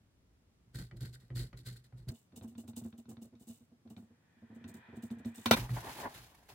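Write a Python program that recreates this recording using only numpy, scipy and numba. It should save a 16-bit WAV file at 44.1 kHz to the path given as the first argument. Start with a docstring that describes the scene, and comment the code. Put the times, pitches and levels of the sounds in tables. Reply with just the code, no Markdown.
"""At a hollow table in a quiet room, a ballpoint pen writes short strokes on a slip of paper.
The tip scratches over the paper fibres, taps down and makes the table top hum. The middle
stretch plays at nearly double speed, almost an octave up, and ends as the pen is dropped on
the table; then hands slide paper about. A car passes far outside."""
import sys
import numpy as np
from scipy import signal
from scipy.fft import rfft, irfft
from scipy.io import wavfile
from scipy.ndimage import uniform_filter1d
from numba import njit

SR = 44100
rng = np.random.default_rng(int(sys.argv[2]) if len(sys.argv) > 2 else 0)


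def store_pcm(level_fs):
    """Save levels as 16-bit WAV."""
    pcm = np.round(np.clip(level_fs, -1, 1) * 32767).astype(np.int16)
    wavfile.write(sys.argv[1], SR, np.atleast_2d(pcm).T)


N = 288585

FAST_START_S, FAST_END_S, FAST_SPEED = 2.107, 5.555, 1.88
TABLE_LAG_S = .003  # the top starts to swing a moment after the contact
# In every table, dB values are relative and pitches are for normal speed.
# The low notes of the table top: pitch_hz, width_hz, level_db
TABLE_NOTES = [(56, 16, -2.5), (123, 4.37, 3.5), (168, 47, -12), (237, 22, -21.5), (338.3, 8.3, -21)]


def pen_scratch(speed):
    """The ball rolls over paper fibres, which hiss and make the pen and paper ring."""
    # Ringing of the pen barrel and paper under the ball: pitch_hz, width_hz, level_db
    rub_notes = [(260, 60, -6.5), (424, 180, -3), (1556, 170, -1.5), (1870, 370, -1.5)]
    # Broad hiss of the paper grain: pitch_hz, width_hz, level_db
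    hiss_bands = [(4180, 1240, 6.5), (7360, 2100, -3), (10400, 1000, -16.5)]
    fibres = grit(spread_db=4, grains_per_s=1200)
    rub = flicker(3.8, .004) * resonate_twice(fibres, rub_notes, speed)
    hiss = flicker(3.1, .0042) * np.diff(resonate(fibres, hiss_bands, speed), prepend=0)
    scratch = rub + hiss
    fast = speed > 1
    scratch /= np.where(fast, np.std(scratch[fast]), np.std(scratch[~fast]))  # same level at both speeds
    return undb(4.5) * scratch_loudness(speed) * scratch


def scratch_loudness(speed):
    """Each stroke or slide rises quickly, holds a moment and is 25 dB down after its length."""
    # Pen strokes, and a hand sliding on the paper just before the pen drops: peak_s, length_s, level_db
    moves = [(0.749, 0.07, -59), (0.788, 0.1, -58.5), (0.97, .03, -70.5), (1.01, 0.12, -63),
             (1.055, 0.059, -70.5), (1.136, 0.053, -62.5), (1.2, 0.13, -77.5), (1.359, 0.11, -56),
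             (1.391, 0.091, -58), (1.574, 0.08, -68), (1.661, 0.13, -58.5), (1.761, 0.042, -66.5),
             (1.844, 0.044, -73), (1.976, 0.082, -73.5), (2.088, 0.045, -58), (2.143, 0.14, -71),
             (2.363, 0.054, -59), (2.43, 0.049, -68), (2.478, 0.074, -70.5), (2.581, 0.073, -64),
             (2.679, 0.048, -62), (2.765, 0.065, -56.5), (2.838, .11, -71), (2.98, 0.056, -68.5),
             (3.093, 0.066, -64), (3.218, 0.074, -67), (3.399, 0.12, -73.5), (3.476, 0.17, -65),
             (3.902, 0.049, -68.5), (3.975, .12, -77.5), (4.551, 0.04, -76), (4.68, 0.053, -66.5),
             (4.742, 0.071, -69), (4.958, .05, -72), (5.026, 0.071, -64.5), (5.109, 0.053, -69),
             (5.187, 0.03, -72.5), (5.253, 0.11, -70.5), (5.35, 0.29, -62.5), (5.42, 0.028, -78)]
    t, gain, rise_s = np.arange(N) / SR, 0, .0121
    for peak_s, length_s, level_db in moves:
        age = t - peak_s
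        rise = -age * speed[int(peak_s * SR)] / rise_s
        fall = (np.abs(age) / length_s) ** 1.395
        drop_db = 25 * np.minimum(np.where(age < 0, rise, fall), 10)
        gain = gain + undb(level_db - drop_db)
    return gain


def pen_taps(speed):
    """Paper cushions the landing tip: a light tick, a duller knock, and the table answers."""
    # The tip lands or flicks: start_s, tick_db, knock_db
    landings = [(0.747, -56, -67), (0.9115, -26, -43), (1.218, -58, -56), (1.303, -28, -43),
                (1.529, -24, -39.5), (1.85, -62, -67), (1.924, -55, -46.5), (2.1, -53, -50),
                (2.322, -50, -52.5), (2.411, -51, -39.5), (2.552, -64, -43.5), (2.678, -55, -43.5),
                (2.733, -62, -45.5), (2.846, -62, -55), (2.926, -56, -42.5), (3.055, -44, -48.5),
                (3.169, -51, -43.5), (3.353, -39.5, -51.5), (3.875, -58, -48), (3.965, -31.5, -40.5),
                (4.641, -29.5, -38.5), (5.103, -37, -36), (5.248, -23, -37.5)]
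    start_s, tick_db, knock_db = np.transpose(landings)
    cushion = signal.butter(1, 2500, fs=SR)
    tick_hits, knock_hits = (
        signal.lfilter(*cushion, clatter(start_s, db, crack_s=.00075, rattle_s=.017, rattle_db=-28.5))
        for db in (tick_db, knock_db))
    tick = barrel_ring(np.diff(tick_hits, prepend=0), speed, damping=2.2)
    knock = barrel_ring(knock_hits, speed, damping=3.8)
    thud = resonate(blows(start_s + TABLE_LAG_S, knock_db, contact_s=.0034), TABLE_NOTES, speed)
    return undb(-20.5) * tick + undb(-17) * knock + undb(22.5) * thud


def pen_drop(speed):
    """The falling pen hits hard: its barrel rings, the contact cracks and the table thuds."""
    # The pen drops and bounces, fingernails touch down: start_s, hit_db, thud_db
    impacts = [(5.4581, -15, -14), (5.51, -3.5, -6.5), (5.533, -20.5, -28), (5.568, -28.5, -42),
               (5.692, -39, -22), (5.766, -40, -64), (6.488, -52, -67)]
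    start_s, hit_db, thud_db = np.transpose(impacts)
    barrel_hits = clatter(start_s, hit_db, crack_s=.0018, rattle_s=.018, rattle_db=-17)
    barrel = barrel_ring(barrel_hits, speed, damping=2.6)
    crack = np.diff(clatter(start_s, hit_db, crack_s=.0018, rattle_s=.02, rattle_db=-17), prepend=0)
    thud = resonate(blows(start_s + TABLE_LAG_S, thud_db, contact_s=.00061), TABLE_NOTES, speed)
    return undb(-23.5) * barrel + undb(-16) * crack + undb(23.5) * thud


def barrel_ring(hits, speed, damping):
    """Hits make the pen barrel ring; damping, as from fingers on it, shortens the ring."""
    # Notes of the barrel: pitch_hz, level_db, ring_s (time to fade 60 dB, before damping)
    barrel_notes = [(292, -13.5, 0.16), (418, -8.5, 0.1), (558, -3.5, .12), (770, 2.5, 0.045),
                    (920, -10.5, 0.053), (1052, -13, 0.12), (1270, -3.5, 0.071), (1422, -18, 0.42),
                    (1580, 2.5, 0.018), (1933, 4, 0.037), (2267, -15.5, 0.19), (2985, -9, 0.054),
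                    (4230, -20.5, 0.09)]
    sound = 0
    for pitch_hz, level_db, ring_s in barrel_notes:
        width_hz = damping * np.log(1000) / np.pi / ring_s
        sound = sound + undb(level_db) / width_hz * ring(hits, float(pitch_hz), width_hz, speed)
    return sound * SR / (2 * np.pi) / speed


def clatter(start_s, level_db, crack_s, rattle_s, rattle_db):
    """Each blow is a burst of tiny contacts: a quick crack and a slower loose rattle."""
    t = np.arange(SR // 4) / SR
    fade = np.exp(-t / crack_s) + undb(rattle_db) * np.exp(-t / rattle_s)
    burst = fade * (1 - np.exp(-t / .0021))
    hits = blows(start_s, level_db)
    before = np.arange(N) / SR < FAST_END_S
    early = signal.fftconvolve(hits * before, burst)[:N] * before  # cut where the fast stretch ends
    late = signal.fftconvolve(hits * ~before, burst)[:N]
    return (early + late) * grit(spread_db=4, grains_per_s=800)


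def table_hum(speed):
    """The table top swings at its low notes while the hand drags on it."""
    drag = grit(spread_db=2.6, grains_per_s=150)
    swing = sum(undb(db) * steady(ring(drag, float(hz), float(width), speed))
                for hz, width, db in TABLE_NOTES)
    return push_loudness(speed) * unit(swing)


def push_loudness(speed):
    """Each push of pen or hand is one short swell of the hum, cut where the speed changes."""
    # Pushes on the table: start_s, peak_db
    pushes = [(0.66, -55.5), (0.742, -36), (0.782, -35), (0.914, -39), (0.95, -46), (1.008, -34),
              (1.07, -44.5), (1.14, -50.5), (1.215, -52), (1.3, -37), (1.345, -34.5), (1.39, -33),
              (1.525, -41.5), (1.585, -48), (1.655, -39), (1.7, -44.5), (1.76, -57), (1.84, -60.5),
              (1.93, -45), (1.99, -46), (2.07, -31.5), (2.108, -43), (2.327, -49.5), (2.366, -45.5),
              (2.415, -42), (2.435, -40), (2.473, -48.5), (2.512, -51), (2.577, -41.5), (2.633, -46),
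              (2.682, -43), (2.767, -39.5), (2.811, -41), (2.847, -37), (2.932, -50), (2.982, -46.5),
              (3.082, -42.5), (3.106, -42), (3.175, -50), (3.214, -45.5), (3.246, -50), (3.323, -49),
              (3.407, -51), (3.468, -49.5), (3.492, -45), (3.606, -56), (3.713, -53.5), (3.851, -48.5),
              (3.901, -44.5), (3.971, -44), (4.019, -51), (4.101, -54.5), (4.364, -61), (4.42, -48.5),
              (4.497, -48), (4.517, -48.5), (4.558, -46), (4.604, -50.5), (4.649, -43.5), (4.684, -43),
              (4.742, -45), (4.771, -51.5), (4.883, -49), (4.926, -41.5), (4.967, -40.5), (5.03, -39),
              (5.109, -38), (5.162, -47.5), (5.19, -43), (5.254, -35.5), (5.296, -48), (5.376, -44),
              (5.557, -30), (5.605, -33), (5.702, -30), (5.79, -45), (5.84, -70), (5.9, -57), (6.03, -59),
              (6.15, -48), (6.2, -75.5), (6.37, -73), (6.515, -55.5)]
    start_s, peak_db = np.transpose(pushes)
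    rise_s, bend = .02, .95  # a higher bend ends the swell more abruptly
    hit_power, power = blows(start_s, 2 * peak_db), 0  # doubling dB squares the gain
    stretch = np.cumsum(np.diff(speed, prepend=1) != 0)
    for index, rate in enumerate((1, FAST_SPEED, 1)):
        age = np.arange(SR // 2) / SR * rate / rise_s
        swell = age * np.exp((1 - age ** bend) / bend)
        inside = stretch == index
        power = power + signal.fftconvolve(hit_power * inside, swell ** 2 / 2)[:N] * inside
    return np.sqrt(np.abs(power))


def sliding_paper():
    """Sheets buckle in bursts and hiss as they slide."""
    # Loudness of the moving paper: time_s, buckle_db, hiss_db
    moves = [(5.555, -45, -46), (5.585, -49.5, -44.5), (5.677, -59.5, -63.5), (5.759, -67, -51),
             (5.767, -43, -54), (5.817, -60, -54.5), (5.86, -43.5, -54.5), (5.9, -47.5, -53),
             (5.94, -59.5, -55), (6.0, -48, -50), (6.06, -39.5, -59), (6.107, -58.5, -64.5),
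             (6.16, -67, -54), (6.3, -70.5, -68.5), (6.478, -75, -76), (6.492, -59, -57.5),
             (6.54, -66, -67.5)]
    # Ringing of the sheet, then its hiss: pitch_hz, width_hz, level_db
    sheet_notes = [(465, 200, -8), (930, 590, 5.5), (1617, 700, -2)]
    hiss_bands = [(2870, 3460, -4.5), (6600, 6900, -6.5), (10970, 1400, -12), (14800, 1400, -17)]
    normal_speed = np.ones(N)
    buckle = unit(resonate_twice(grit(spread_db=1.4, grains_per_s=330), sheet_notes, normal_speed))
    hiss = unit(resonate(grit(spread_db=4.5, grains_per_s=2600), hiss_bands, normal_speed))
    buckle *= curve(moves) * flicker(2.1, .012)
    hiss *= curve(moves, column=2) * flicker(2, .012)
    return buckle + hiss


def reflections(sound, fade_s, low_hz):
    """Nearby objects send the treble back as a short wash of echoes."""
    t = np.arange(SR // 5) / SR
    tail = rng.standard_normal(len(t)) * 10 ** (-3 * t / fade_s) * (1 - np.exp(-t / .00016))
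    echoes = signal.fftconvolve(sound, tail / np.linalg.norm(tail))[:N]
    return signal.lfilter(*signal.butter(2, low_hz, "high", fs=SR), echoes)


def distant_car(speed):
    """Tyres roar through the walls during the fast stretch, only loosely alike left and right."""
    # Loudness of the passing car: time_s, level_db
    passing = [(4.0, -87.5), (4.39, -76.5), (4.87, -63.5), (5.1, -70), (5.55, -64)]
    # Tyre roar: pitch_hz, width_hz, level_db
    tyre_bands = [(530, 150, -4), (990, 300, 1.5), (1260, 160, -4.5), (1700, 600, -8.5)]
    fast = speed > 1
    mid, side = (unit(resonate_twice(rng.standard_normal(N), tyre_bands, speed)[fast]) for _ in range(2))
    roar = np.zeros((2, N))
    roar[:, fast] = stereo(mid, undb(-2) * side)
    return curve(passing) * roar


def room_air():
    """Room air and microphone hiss; the bass is alike left and right."""
    # Strength of the background noise from low to high: pitch_hz, level_db
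    air_colour = [(18, -11.5), (30, 16.5), (245, 0), (415, -8), (486, -9.5), (988, -18), (1100, -17),
                  (1320, -19), (7270, -29.5), (16000, -36)]
    pitch_hz, level_db = np.transpose(air_colour)
    hz = np.arange(N // 2 + 1) * SR / N + 1
    colour = undb(np.interp(np.log(hz), np.log(pitch_hz), level_db))
    side_gain = 1.7 * hz / (hz + 900)
    mid, side = (irfft(rfft(rng.standard_normal(N)) * colour * gain, N) for gain in (1, side_gain))
    return undb(-67) * unit(stereo(mid, side))


def microphone(sound, speed, low_hz):
    """The microphone drops the deep bass; the cut moves up with the playing speed."""
    slow, fast = (signal.sosfilt(signal.butter(4, low_hz * rate, "high", fs=SR, output="sos"), sound)
                  for rate in (1, FAST_SPEED))
    return np.where(speed > 1, fast, slow)


def grit(spread_db, grains_per_s):
    """Fibres catching: scattered grains of uneven size over smooth noise."""
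    catches = rng.random(N) < grains_per_s / SR
    noise = rng.standard_normal(N)
    grain_db = np.minimum(spread_db * rng.exponential(size=N), 15)
    return noise * (1 + catches * undb(grain_db))


def flicker(depth_db, hold_s):
    """Contact pressure jumps as the paper grain passes, so the loudness flickers."""
    hold = int(hold_s * SR)
    steps = np.repeat(rng.standard_normal(N // 100), hold)[:N]
    return undb(depth_db * uniform_filter1d(steps, hold // 2 + 1))


def steady(swing, firmness=.48, window_s=.0126):
    """A rubbing contact keeps the swing up, so its loudness wavers less."""
    loudness = np.sqrt(uniform_filter1d(swing ** 2, int(window_s * SR)) + 1e-12)
    return unit(swing / loudness ** firmness)


def blows(start_s, peak_db, contact_s=0):
    """Short rounded pushes; with no contact time each is a single spike."""
    spikes = np.zeros(N)
    spikes[(np.asarray(start_s) * SR).astype(int)] = undb(peak_db)
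    return signal.fftconvolve(spikes, np.hanning(int(contact_s * SR) + 3))[:N]


@njit
def ring(drive, pitch_hz, width_hz, speed):
    """One ringing note; it scales with the playing speed and is cut where the speed changes."""
    sound, swing, turn, loss = np.empty(len(drive)), 0j, 0j, 0.
    for i in range(len(drive)):
        if i == 0 or speed[i] != speed[i - 1]:
            swing, loss = 0j, 2 * np.pi * width_hz * speed[i] / SR
            turn = np.exp(2j * np.pi * min(pitch_hz * speed[i], .4 * SR) / SR - loss / 2)
        swing = swing * turn + loss * drive[i] + 1e-18
        sound[i] = swing.imag
    return sound


def resonate(drive, notes, speed):
    """One force makes all the notes of an object ring together."""
    return sum(undb(db) / np.sqrt(width) * ring(drive, float(hz), float(width), speed)
               for hz, width, db in notes)


def resonate_twice(drive, notes, speed):
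    """Each note filters the force twice, so the gaps between the notes stay quiet."""
    sound = 0
    for hz, width, db in np.array(notes, float):
        once = ring(drive, hz, width, speed)
        sound = sound + undb(db) / np.sqrt(width) * ring(once, hz, width, speed)
    return sound


def curve(table, column=1):
    """Gain over time from a dB column, silent outside the table's times."""
    rows, t = np.array(table), np.arange(N) / SR
    inside = (t >= rows[0, 0]) & (t <= rows[-1, 0])
    return undb(np.interp(t, rows[:, 0], rows[:, column])) * inside


def undb(db):
    """Turn decibels into a gain."""
    return 10 ** (np.asarray(db) / 20)


def unit(sound):
    """Scale a sound to an average power of 1."""
    return sound / np.sqrt(np.mean(sound ** 2))


def stereo(mid, side):
    """Left and right share mid and get side with opposite signs."""
    return np.array([mid + side, mid - side])


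def scene():
    """Pen, table and paper in the middle, with echoes, room air and the car around them."""
    t = np.arange(N) / SR
    speed = np.where((t > FAST_START_S) & (t < FAST_END_S), FAST_SPEED, 1.)
    mid = table_hum(speed) + pen_scratch(speed) + pen_taps(speed) + pen_drop(speed) + sliding_paper()
    from_change_s = np.minimum(np.abs(t - FAST_START_S), np.abs(t - FAST_END_S))
    mid *= np.minimum(from_change_s / .006, 1)  # the level dips briefly where the speed changes
    side = undb(-1) * reflections(mid, fade_s=.054, low_hz=900) - .04 * mid
    return microphone(stereo(mid, side) + room_air() + distant_car(speed), speed, low_hz=52.2)


def record(dry):
    """The phone cuts the treble above 15800 Hz."""
    return signal.sosfilt(signal.ellip(8, .2, 70, 15800, fs=SR, output="sos"), dry)


dry = scene()
out = record(dry)
store_pcm(out)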